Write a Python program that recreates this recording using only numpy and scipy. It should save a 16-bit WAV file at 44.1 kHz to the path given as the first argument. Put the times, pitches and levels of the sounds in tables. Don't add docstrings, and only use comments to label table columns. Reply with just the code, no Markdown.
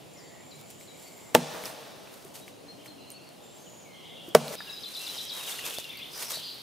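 import sys
import numpy as np
from scipy import signal
from scipy.fft import rfft, irfft
from scipy.io import wavfile
from scipy.ndimage import uniform_filter1d

SR = 44100
rng = np.random.default_rng(int(sys.argv[2]) if len(sys.argv) > 2 else 0)


def volts(x):
    e = np.asarray(x, float) / 20
    return 10 ** e


def to_wav(s):
    ch = np.atleast_2d(s).T
    pcm = np.round(np.clip(ch, -1, 1) * 32767)
    wavfile.write(sys.argv[1], SR, pcm.astype(np.int16))


N = 291942
CUT_S = 4.556


def evened(x):
    return x / np.sqrt(np.mean(x ** 2) + 1e-20)


def read(points, hz):
    f, value = np.transpose(points)
    return np.interp(np.log(hz + 1), np.log(f + 1), value)


def add(mix, s, sound):
    part = mix[..., round(s * SR):][..., :sound.shape[-1]]
    part += sound[..., :part.shape[-1]]


def colour(x, points):
    size = x.shape[-1]
    gain = volts(read(points, np.fft.rfftfreq(size, 1 / SR)))
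    return irfft(rfft(x) * gain, size)


def pair(x, same):
    same = np.clip(same, 0, 1)
    mid = np.sqrt((1 + same) / 2) * x[0]
    side = np.sqrt((1 - same) / 2) * x[1]
    return np.array([mid + side, mid - side])


def scatter(decays, start, size):
    hz, t, z = signal.stft(rng.standard_normal((2, size)), SR, nperseg=256)
    decay = volts(-60 * t / read(decays, hz)[:, None])
    tail = signal.istft(z * decay, SR, nperseg=256)[1][:, :size]
    tail = tail * np.clip(np.arange(size) / SR / start, 0, 1)
    return tail / np.linalg.norm(tail[0])


def log_ring(after, modes, lodge_s, step):
    choke_db, rocking_db = -6.5, 3
    turn = 0.025 * rng.standard_normal((len(modes), 1, 1)) * [[1], [-1]]
    choke = choke_db / (1 + np.exp(np.clip((lodge_s - after) / 0.00056, -30, 30)))
    rock = uniform_filter1d(rng.standard_normal((len(modes), SR)), size=600)
    rock = rocking_db * evened(uniform_filter1d(rock, size=600)) * np.minimum(after / .04, 1)
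    ring = 0
    for k, (hz, db, t60) in enumerate(modes):
        level = volts(rock[k] + db - 60 * after / t60 + choke * min(hz / 500, 1))
        wave = np.sin(2 * np.pi * (hz * after + turn[k] + k * step))
        ring = ring + level * wave * (1 - np.exp(-after * hz / 0.43))
    return ring


def trunk_echo(direct, after):
    # frequency in Hz, decay time t60 in s.
    woods = [(100, 1.3), (300, 2.2), (700, 2.6), (1500, 2.3), (4000, 3.3), (12000, 0.47)]
    # frequency in Hz, level in dB.
    echo_spectrum = [(60, -30), (150, 5), (400, -6), (850, -1), (1500, -1), (3500, 3), (10000, 1),
                     (16000, -8)]
    knock = direct[:, :700] * volts(-60 * after[:700] / .055)
    knock = colour(knock, [(1200, -1.5), (2500, -16), (5000, -26)])
    crack = colour(signal.unit_impulse(700, 200), [(1000, -23), (2500, 1.5), (6000, -2), (16000, -6)])
    trunks = pair(colour(scatter(woods, 0.059, SR), echo_spectrum), 0.87)
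    tail = signal.fftconvolve(knock + volts(9) * crack, trunks, axes=1)[:, :SR]
    tail = tail * np.clip((1 - np.arange(SR) / SR) / .3, 0, 1)
    return volts(-28) * tail / abs(tail).max()


def blow(strike, row, modes, thump):
    # frequency in Hz, level in dB per Hz.
    crack_spectrum = [(470, -4), (800, -2.5), (1300, -12.5), (4930, -19.5), (5510, -20), (6650, -20.5),
                      (11100, -23), (16000, -28)]
    s, lead_s = strike
    ring_db, crack_db, lead_db, lodge_s, pan_db, step = row
    thump_hz, thump_db, thump_s = thump
    t = np.arange(SR) / SR - lead_s
    after = np.maximum(t, 0)
    ring = log_ring(after, modes, lodge_s, step)

    noise = pair(rng.standard_normal((2, SR)), 0.88)
    noise = evened(colour(noise, [(300, -11)] + list(crack_spectrum)))
    crack = volts(crack_db + 7.0 - 60 * after / 0.0056) * after / 0.0011
    crack = crack + volts(crack_db - 20.0 - 60 * after / 0.044)
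    crack = crack + volts(crack_db - 21 - 60 * after / 0.16)
    bark = colour(noise, [(500, -18), (1500, 0.5)]) * volts(lead_db) * (t <= 0)
    direct = volts(ring_db) * ring / abs(ring).max() + noise * crack * (t > 0) + bark

    push = np.sin(2 * np.pi * thump_hz * after) * np.minimum(after / .001, 1)
    direct = direct + volts(thump_db - 60 * after / thump_s) * push
    direct = colour(direct, [(50, -38), (130, 0.5)])
    direct = direct * np.clip((.8 - np.arange(SR) / SR) / .3, 0, 1)
    panned = direct * volts([[pan_db / 2], [-pan_db / 2]])
    return s - lead_s, panned + trunk_echo(direct, after)


def axe_blows():
    # impact in seconds, bark-splitting lead in s.
    strikes = [
        (1.3489, .0038),
        (4.3494, .002),
    ]
    # ring peak in dB, crack in dB, lead in dB, time until the blade lodges in s,
    # left-right difference in dB, phase step from mode to mode in turns.
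    blows = [
        (-2.5, -3.5, -25, 0.011, -1.3, 0.0023),
        (0.5, -5, -27, 0.0097, -.3, 0.498),
    ]
    # frequency in Hz, level in dB, decay time t60 in s.
    log_modes = [
        [(151.3, -23, 0.4), (176, -17, 0.22), (242.5, -12.5, 0.25), (346, -11, 0.14), (486, -4, 0.083),
         (623, -2.5, 0.06), (740, -5, 0.046), (880, 1, 0.059), (1160, -6, 0.034), (1757, -4.5, 0.022),
         (1320, -9, 0.025), (2737, -4.5, 0.014), (3380, -8.5, 0.015), (1010, -6, 0.03)],
        [(148.4, -26, 0.53), (164.6, -23.5, 0.25), (233, -23.5, 0.34), (392, -9.5, 0.058), (456, -1, 0.078),
         (617, .5, 0.064), (700, -14, 0.066), (900, -13.5, 0.037), (1146, -14, 0.057), (1330, -14, .04),
         (1520, -16.5, 0.053), (2240, -9.5, 0.015), (5360, -10, 0.012), (7670, -14, 0.0099)],
    ]
    # frequency in Hz, level in dB, decay time t60 in s.
    thumps = [
        (560, -2, .018),
        (560, -20, .012),
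    ]
    out = np.zeros((2, N))
    for parts in zip(strikes, blows, log_modes, thumps):
        add(out, *blow(*parts))
    return out * (np.arange(N) < CUT_S * SR)


def snaps():
    # start in seconds, peak in dB, pitch in Hz.
    twigs = [(0.7033, -30.5, 9500), (1.1781, -37, 7070), (3.1036, -26, 7000), (3.2903, -33, 4300),
             (5.252, -25, 12000), (5.785, -14, 4580), (5.973, -32, 12400)]
    # start in seconds, peak in dB, pitch in Hz.
    chips = [(0.811, -34, 2230), (1.6385, -25, 2190), (1.656, -19, 5260), (2.074, -35, 2660),
             (2.48, -29, 2240), (2.86, -31.5, 2180), (4.4811, -20, 4060), (4.4812, -27, 2450),
             (1.6383, -24, 500), (1.6385, -29, 3100), (5.7084, -20, 3500), (5.843, -23, 3740)]
    # start in seconds, peak in dB, pitch in Hz, ring t60 in s.
    knocks = [(1.9, -48, 230, 0.054), (4.282, -34.5, 340, 0.08), (4.6049, -29, 1720, 0.03),
              (4.605, -27, 1400, .012), (4.605, -36, 950, .015), (5.7853, -23.5, 620, 0.012),
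              (5.591, -29, 1900, .012), (5.166, -35.5, 830, .015), (5.542, -33, 1310, .012),
              (5.64, -35, 510, .02), (6.305, -35, 1100, 0.014), (3.1168, -38, 8930, 0.058),
              (.135, -50, 9000, .04), (.557, -49, 8900, .04), (6.372, -33, 630, .02),
              (2.25, -40, 384, 0.074), (5.1, -38, 870, .012)]
    # start in seconds, peak in dB.
    ticks = [(0.6125, -38), (1.8776, -40), (2.1415, -37), (2.2498, -39), (2.3444, -38), (2.8474, -46),
             (4.2896, -34), (5.02, -30), (5.1174, -32), (5.3514, -37), (5.4829, -28), (5.655, -27),
             (5.8935, -37), (5.9284, -40), (5.9913, -36), (6.1624, -32), (6.1784, -30), (6.2904, -30),
             (6.3021, -28), (6.3074, -20), (6.4724, -41), (6.4934, -42), (6.5444, -36)]
    snap_t60_s, tick_db = 0.0059, 2.5
    events = [(*r, snap_t60_s, 0.59) for r in twigs]
    events += [(*r, snap_t60_s, 0.26) for r in chips]
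    events += [(*r, 0.11) for r in knocks]
    out, t = np.zeros((2, N)), np.arange(4000) / SR
    for s, db, hz, t60, share in events:
        crack = pair(rng.standard_normal((2, len(t))), .7) * volts(-60 * t / .004)
        crack = np.diff(crack, prepend=0) * .7
        ring = np.sin(2 * np.pi * hz * t) * volts(-60 * t / t60) * (1 - np.exp(-t / 0.00014))
        add(out, s, volts(db) * (share * crack + (1 - share) * ring))
    for s, db in ticks:
        crack = np.diff(pair(rng.standard_normal((2, 301)), .7)) / 2
        add(out, s, volts(db + tick_db - 60 * t[:300] / .005) * crack)
    return out


def stirring(column):
    # peak in seconds, rise in s, fall in s, leaf in dB, scrape in dB.
    stirs = [(.615, .25, .08, -61.5, -65), (.706, 0.039, 0.084, -54.5, -60), (.81, 0.032, .12, -57.5, -61),
             (1.03, .2, 0.47, -58, -57), (1.18, .1, .4, -62, -64), (1.56, 0.33, 0.26, -59, -40),
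             (1.66, 0.053, 0.11, -44, -38.5), (1.76, 0.12, 0.77, -64, -48), (2.13, 0.16, 0.41, -59, -55),
             (2.27, 0.083, 0.092, -61, -56), (2.355, 0.032, 0.12, -48, -51.5),
             (2.48, 0.023, .06, -55.5, -56), (2.86, 0.031, 0.067, -57, -52), (3.112, .012, 0.044, -56, -65),
             (3.45, .5, .1, -67, -66), (3.57, .1, 0.64, -64, -62), (4.29, 0.13, 0.032, -59, -54),
             (4.54, 0.2, 0.25, -46, -40.5)]
    # peak in seconds, rise in s, fall in s, leaf in dB, scrape in dB.
    steps = [(4.7, 0.27, 0.14, -61, -49.5), (5.02, 0.37, 0.53, -48, -54), (5.15, 0.29, 0.2, -47, -48.5),
             (5.24, 0.24, 0.065, -49, -64), (5.37, 0.12, 0.32, -44.5, -43), (5.49, 0.11, 0.29, -39, -42),
             (5.665, 0.059, 0.16, -39, -38.5), (5.794, .01, 0.03, -41.5, -60), (5.76, 0.11, 0.18, -46, -64),
             (6.17, 0.057, 0.13, -51, -46), (6.23, 0.13, 0.085, -39, -41.5),
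             (6.31, 0.038, 0.14, -37.5, -39.5), (6.5, .2, .9, -62, -60)]
    fade_db, rest_db = -22, -81
    t, power = np.arange(N) / SR, volts(2 * rest_db)
    for table, heard in ((stirs, t < CUT_S), (steps, t >= CUT_S)):
        for s, rise, fall, *db in table:
            away = np.maximum((s - t) / rise, (t - s) / fall)
            power = power + heard * volts(2 * (db[column] + fade_db * away))
    return np.sqrt(power)


def rustle():
    # frequency in Hz, level in dB per Hz.
    leaf_spectrum = [(880, -12.5), (1500, -11), (1760, -12), (1920, -6.5), (2590, -3), (9850, -3.5),
                     (14900, -7), (16000, -32)]
    cracks_per_s, flicker_db = 5000, 1.3
    cracks = volts(3.8 * np.minimum(rng.exponential(1, (2, N)), 3.8))
    cracks = cracks * (rng.random((2, N)) < cracks_per_s / SR)
    cracks = evened(cracks * rng.standard_normal((2, N))) + rng.standard_normal((2, N))
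    clumps = evened(uniform_filter1d(rng.standard_normal(N), size=500))
    cracks = cracks * volts(flicker_db * clumps)
    leaf = evened(colour(pair(cracks, 0.81), [(600, -63.0)] + list(leaf_spectrum)))
    scrape_spectrum = [(250, -17.0), (500, -3.0), (1000, -4.0), (1800, -7.5), (3000, -21)]
    scrape = evened(colour(pair(cracks[:, ::-1], 0.4), scrape_spectrum))
    return volts(4.0) * stirring(column=0) * leaf + volts(-1.5) * stirring(column=1) * scrape


def whistle(length, first_hz, last_hz, glide, db, swell_db=0):
    t = np.arange(0, length, 1 / SR)
    hz = last_hz + (first_hz - last_hz) * np.exp(-t / glide)
    level = volts(db + 7.5 - swell_db * (1 - t / length))
    return level * np.sin(2 * np.pi * np.cumsum(hz) / SR) * signal.windows.tukey(len(t), .35)


def trill(length, hz, sweep_hz, db, haste=1, taper=.2):
    base_per_s, per_khz, sag = 9, 35.06, .012
    t = np.arange(0, length, 1 / SR)
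    noise = rng.standard_normal(SR)
    wander, drift = (evened(uniform_filter1d(noise, size=size))[:len(t)] for size in (400, 4000))
    beat = (haste * (base_per_s + per_khz * sweep_hz / 1000) * t + .25 * wander) % 1
    pitch = hz * (1 + sag * drift) + sweep_hz * (.5 - beat + 0.1023 * wander)
    notes = np.sin(2 * np.pi * np.cumsum(pitch) / SR) * np.sqrt(np.sin(np.pi * beat))
    return volts(db + 5.5 + 1.3 * wander) * notes * signal.windows.tukey(len(t), np.clip(taper, 0, 1))


def finch(near):
    fall_s, fall_gap_s, fall_db, fall_gain_db = 4.831, .1153, -44.5, 0.37
    rise_s, rise_gap_s, rise_db = 5.509, .1262, -46.5
    for k in range(5):
        s, db, sag_hz = fall_s + k * fall_gap_s, fall_db + k * fall_gain_db, k * 59.6
        top_hz, bottom_hz = 5800 * rng.uniform(0.92, 1.05), 3480 * rng.uniform(0.97, 1.02)
        pip_hz = 4050 * rng.uniform(0.99, 1.03) - sag_hz
        add(near, s - .011, whistle(0.011, 4770, 5600, .01, db - 6.5))
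        add(near, s, whistle(0.021, top_hz, bottom_hz, 0.0055, db))
        add(near, s + 0.0244, whistle(0.018, pip_hz, 4110 - sag_hz, 0.019, db - 0.5))
        rise = whistle(0.025, 2395, 3680, 0.007, rise_db + 3.5, swell_db=7.5)
        add(near, rise_s + k * rise_gap_s, rise)


def birds():
    # start in seconds, length in s, first pitch in Hz, last pitch in Hz, level in dB.
    canopy = [(0.168, 0.032, 6800, 5250, -62.5), (.195, .03, 5300, 4700, -66),
              (0.238, 0.054, 4680, 4550, -65.5), (0.505, 0.037, 6300, 3880, -59),
              (0.552, .022, 3800, 4180, -64), (.574, .03, 4150, 3550, -72), (0.868, 0.069, 5960, 3880, -62),
              (1.028, 0.07, 4650, 4520, -68), (2.405, 0.046, 3770, 3840, -67),
              (2.51, 0.076, 3870, 3860, -74), (2.677, 0.044, 3990, 4224, -57.5),
              (2.876, 0.022, 4000, 4300, -58), (2.9, .03, 4300, 4136, -60), (3.13, 0.05, 3770, 4420, -60.5),
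              (3.852, 0.036, 2600, 2200, -63), (4.665, 0.055, 1690, 1654, -60),
              (4.70, 0.024, 6800, 6770, -63), (4.8, .025, 6000, 6150, -63), (5.03, .02, 5600, 6100, -57)]
    # start in seconds, length in s, first Hz, last Hz, dB.
    pips = [(4.579, 0.021, 5180, 4780, -52), (4.669, 0.034, 3105, 2610, -53.5),
            (4.695, 0.018, 3970, 3840, -45), (4.725, 0.021, 5230, 4920, -49),
            (4.774, 0.018, 3950, 3970, -51), (3.662, 0.024, 3330, 2800, -61),
            (4.997, 0.026, 2680, 2730, -49.5), (5.399, 0.022, 3100, 2400, -50.5),
            (5.468, 0.025, 3900, 2600, -46.5), (5.452, .012, 3300, 4000, -49),
            (5.607, .014, 3200, 2300, -48), (5.922, .014, 2600, 2100, -54), (5.582, 0.021, 2960, 2600, -49),
            (5.866, .02, 2700, 2760, -54), (5.95, .014, 2280, 2200, -58), (5.104, .012, 3950, 3950, -49),
            (6.108, .014, 4600, 7000, -58), (5.384, .016, 3300, 2900, -53), (5.928, .014, 3500, 3400, -53),
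            (5.912, .012, 2900, 3300, -53), (6.04, 0.011, 2800, 3400, -52), (5.643, .03, 2500, 2650, -49),
            (5.845, 0.013, 2750, 2780, -49.5), (5.988, 0.018, 3000, 2250, -50),
            (5.972, .008, 4300, 5400, -53), (5.978, .009, 5100, 1500, -54), (6.035, 0.006, 3700, 5500, -56),
            (5.73, 0.014, 3220, 2600, -49), (6.33, 0.016, 3500, 4370, -44)]
    # start in seconds, length in s, first Hz, last Hz, dB.
    coos = [(2.505, 0.063, 265, 275, -64), (2.63, 0.085, 281, 291, -63), (2.75, 0.09, 285, 292, -63),
            (2.86, .07, 300, 309, -64), (2.955, 0.047, 274, 270, -63), (2.58, .13, 453, 458, -63),
            (3.41, .1, 643, 626, -70), (3.545, 0.12, 631, 622, -68), (3.68, .11, 622, 610, -67.5)]
    # start in seconds, length in s, centre in Hz, sweep in Hz, level in dB.
    trills = [(3.38, .17, 3480, 400, -68), (3.91, 0.11, 4250, 400, -66), (3.8, .12, 3050, 250, -68),
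              (0.02, 0.62, 7300, 300, -67), (.08, .56, 6950, 700, -68), (.58, .76, 7150, 800, -63),
              (.67, .05, 7700, 300, -64), (1.0, .14, 7900, 900, -68), (.78, .05, 7800, 500, -64),
              (.91, .1, 7850, 600, -67), (1.14, .2, 7700, 400, -67), (.12, 0.32, 1950, 490, -65),
              (0.35, .34, 2250, 370, -69.5), (0.84, 0.57, 2200, 400, -68), (2.772, 0.073, 2850, 670, -60),
              (2.84, .11, 3100, 400, -64.5), (2.97, 0.118, 2830, 600, -60), (3.095, .18, 2780, 660, -64),
              (2.975, 0.16, 4120, 500, -61), (3.19, 0.13, 4250, 700, -64), (3.5, .18, 3450, 400, -72),
              (3.41, .17, 7350, 420, -63), (3.57, .3, 6780, 800, -60), (3.88, 0.265, 2130, 270, -64)]
    # start in seconds, length in s, centre Hz, sweep Hz, dB.
    chorus = [(4.558, 0.24, 3810, 450, -53), (4.91, 0.1, 3800, 500, -53), (5.01, .12, 3850, 600, -54),
              (5.13, .17, 3850, 400, -51), (4.56, 0.27, 4950, 399, -57), (4.79, 0.1, 3140, 300, -57),
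              (5.02, 0.18, 2940, 402, -52), (5.17, 0.22, 3260, 500, -51), (5.3, 0.19, 3800, 301, -49.5),
              (4.93, 0.4, 5310, 1507, -55), (5.4, .42, 3500, 600, -54), (5.82, .3, 3400, 700, -59),
              (5.55, .27, 2750, 700, -53), (5.87, .2, 2250, 800, -58), (5.85, .2, 2750, 500, -58),
              (5.55, .06, 4300, 400, -53), (6.13, .22, 5600, 1600, -48.5), (5.4, .7, 3000, 1100, -59),
              (5.5, .1, 4300, 700, -55), (5.97, .14, 3300, 700, -62)]
    # start in seconds, length in s, centre Hz, sweep Hz, dB.
    rattle = [
        (3.915, .17, 3200, 600, -55),
        (4.01, .26, 3300, 1050, -52.5),
        (4.15, .21, 3050, 750, -55),
    ]
    # start in seconds, length in s, centre Hz, sweep Hz, dB.
    flourish = [(6.13, .035, 4950, 500, -3), (6.338, .045, 4200, 1200, 1), (6.375, .065, 3250, 1100, -3),
                (6.422, .105, 4550, 1300, 0), (6.52, .1, 4300, 1200, -11), (6.45, .1, 3000, 700, -18)]
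    rattle_db, flourish_db, pan_db = 0.5, -42.5, 4.5
    near, far = np.zeros(N), np.zeros(N)
    for notes, glide_s in ((canopy, .0055), (pips, .012), (coos, .05)):
        for s, length, first_hz, last_hz, db in notes:
            add(near, s, whistle(length, first_hz, last_hz, glide_s, db))
    finch(near)
    for s, *phrase in list(trills) + list(chorus):
        add(far, s, trill(*phrase))
    for s, *phrase in rattle:
        add(far, s, volts(rattle_db) * trill(*phrase, haste=1.55, taper=.4))
    for s, *phrase in flourish:
        add(far, s, volts(flourish_db) * trill(*phrase, haste=2.2))
    trunks = pair(scatter([(1000, 0.49), (9000, 0.38)], 0.0033, SR // 2), 0.77)
    echo = signal.fftconvolve((volts(-2) * near + far)[None], trunks, axes=1)[:, :N]
    return near * volts([[pan_db / 2], [-pan_db / 2]]) + 0.8 * far + echo


def hush():
    # frequency in Hz, level in dB per Hz.
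    air_spectra = [
        [(20, -43), (134, 1), (650, -0.5), (1560, -17), (2990, -13.5), (7700, -21.5), (10100, -22),
         (16000, -29)],
        [(20, -24), (153, -5), (405, -3), (1950, -16), (3650, -5), (7500, -22.5), (12500, -17.5), (16000, -26)],
    ]
    air_db = [
        -50,
        -47,
    ]
    # frequency in Hz, left-right likeness from 0 to 1.
    likeness = [(40, .1), (90, 0.064), (200, 0.041), (1000, 0.043), (5000, 0.82), (15000, 0.51)]
    # time in seconds, level in dB.
    murmur = [(0.0, -52.5), (0.4, -56), (0.7, -50), (1.1, -66), (1.55, -55), (2.16, -66), (2.86, -54.5),
              (3.23, -70), (4.48, -57), (5.0, -70), (6.23, -56), (6.62, -71)]
    frames, hz = N // 256 + 5, np.fft.rfftfreq(1024, 1 / SR)
    a, b, c, d, patches = rng.standard_normal((frames, 513, 5)).T
    patches = evened(uniform_filter1d(uniform_filter1d(patches, 12, 0), 14, 1))
    z = pair(np.array([a + 1j * b, c + 1j * d]), read(likeness, hz)[:, None]) * volts(patches)
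    beds = []
    for spectrum, db in zip(air_spectra, air_db):
        shaped = z * volts(read(spectrum, hz))[:, None]
        bed = signal.istft(shaped, nperseg=1024, noverlap=768)[1][:, :N]
        beds.append(volts(db) * evened(bed))
    t = np.arange(N) / SR
    low = pair(rng.standard_normal((2, N)), 0.16)
    low = evened(colour(low, [(55, -27), (95, -12.5), (150, 1), (220, -20), (400, -34)]))
    swell = volts(np.interp(t, *np.transpose(murmur)) - 5.5)
    return np.where(t < CUT_S, *beds) + swell * low


def scene():
    return axe_blows() + snaps() + rustle() + birds() + hush()


def roll_off(x):
    return signal.sosfilt(signal.butter(12, 16480, fs=SR, output="sos"), x)


def record(dry):
    # frequency in Hz, level in dB.
    microphone = [(20, -12), (110, 0), (7400, 0), (7520, -10), (7640, 0), (15600, 0), (15900, -22),
                  (16300, -45), (17000, -70)]
    mix = np.clip(colour(dry, microphone), -1, 1)
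    return roll_off(mix)


dry = scene()
out = record(dry)
to_wav(out)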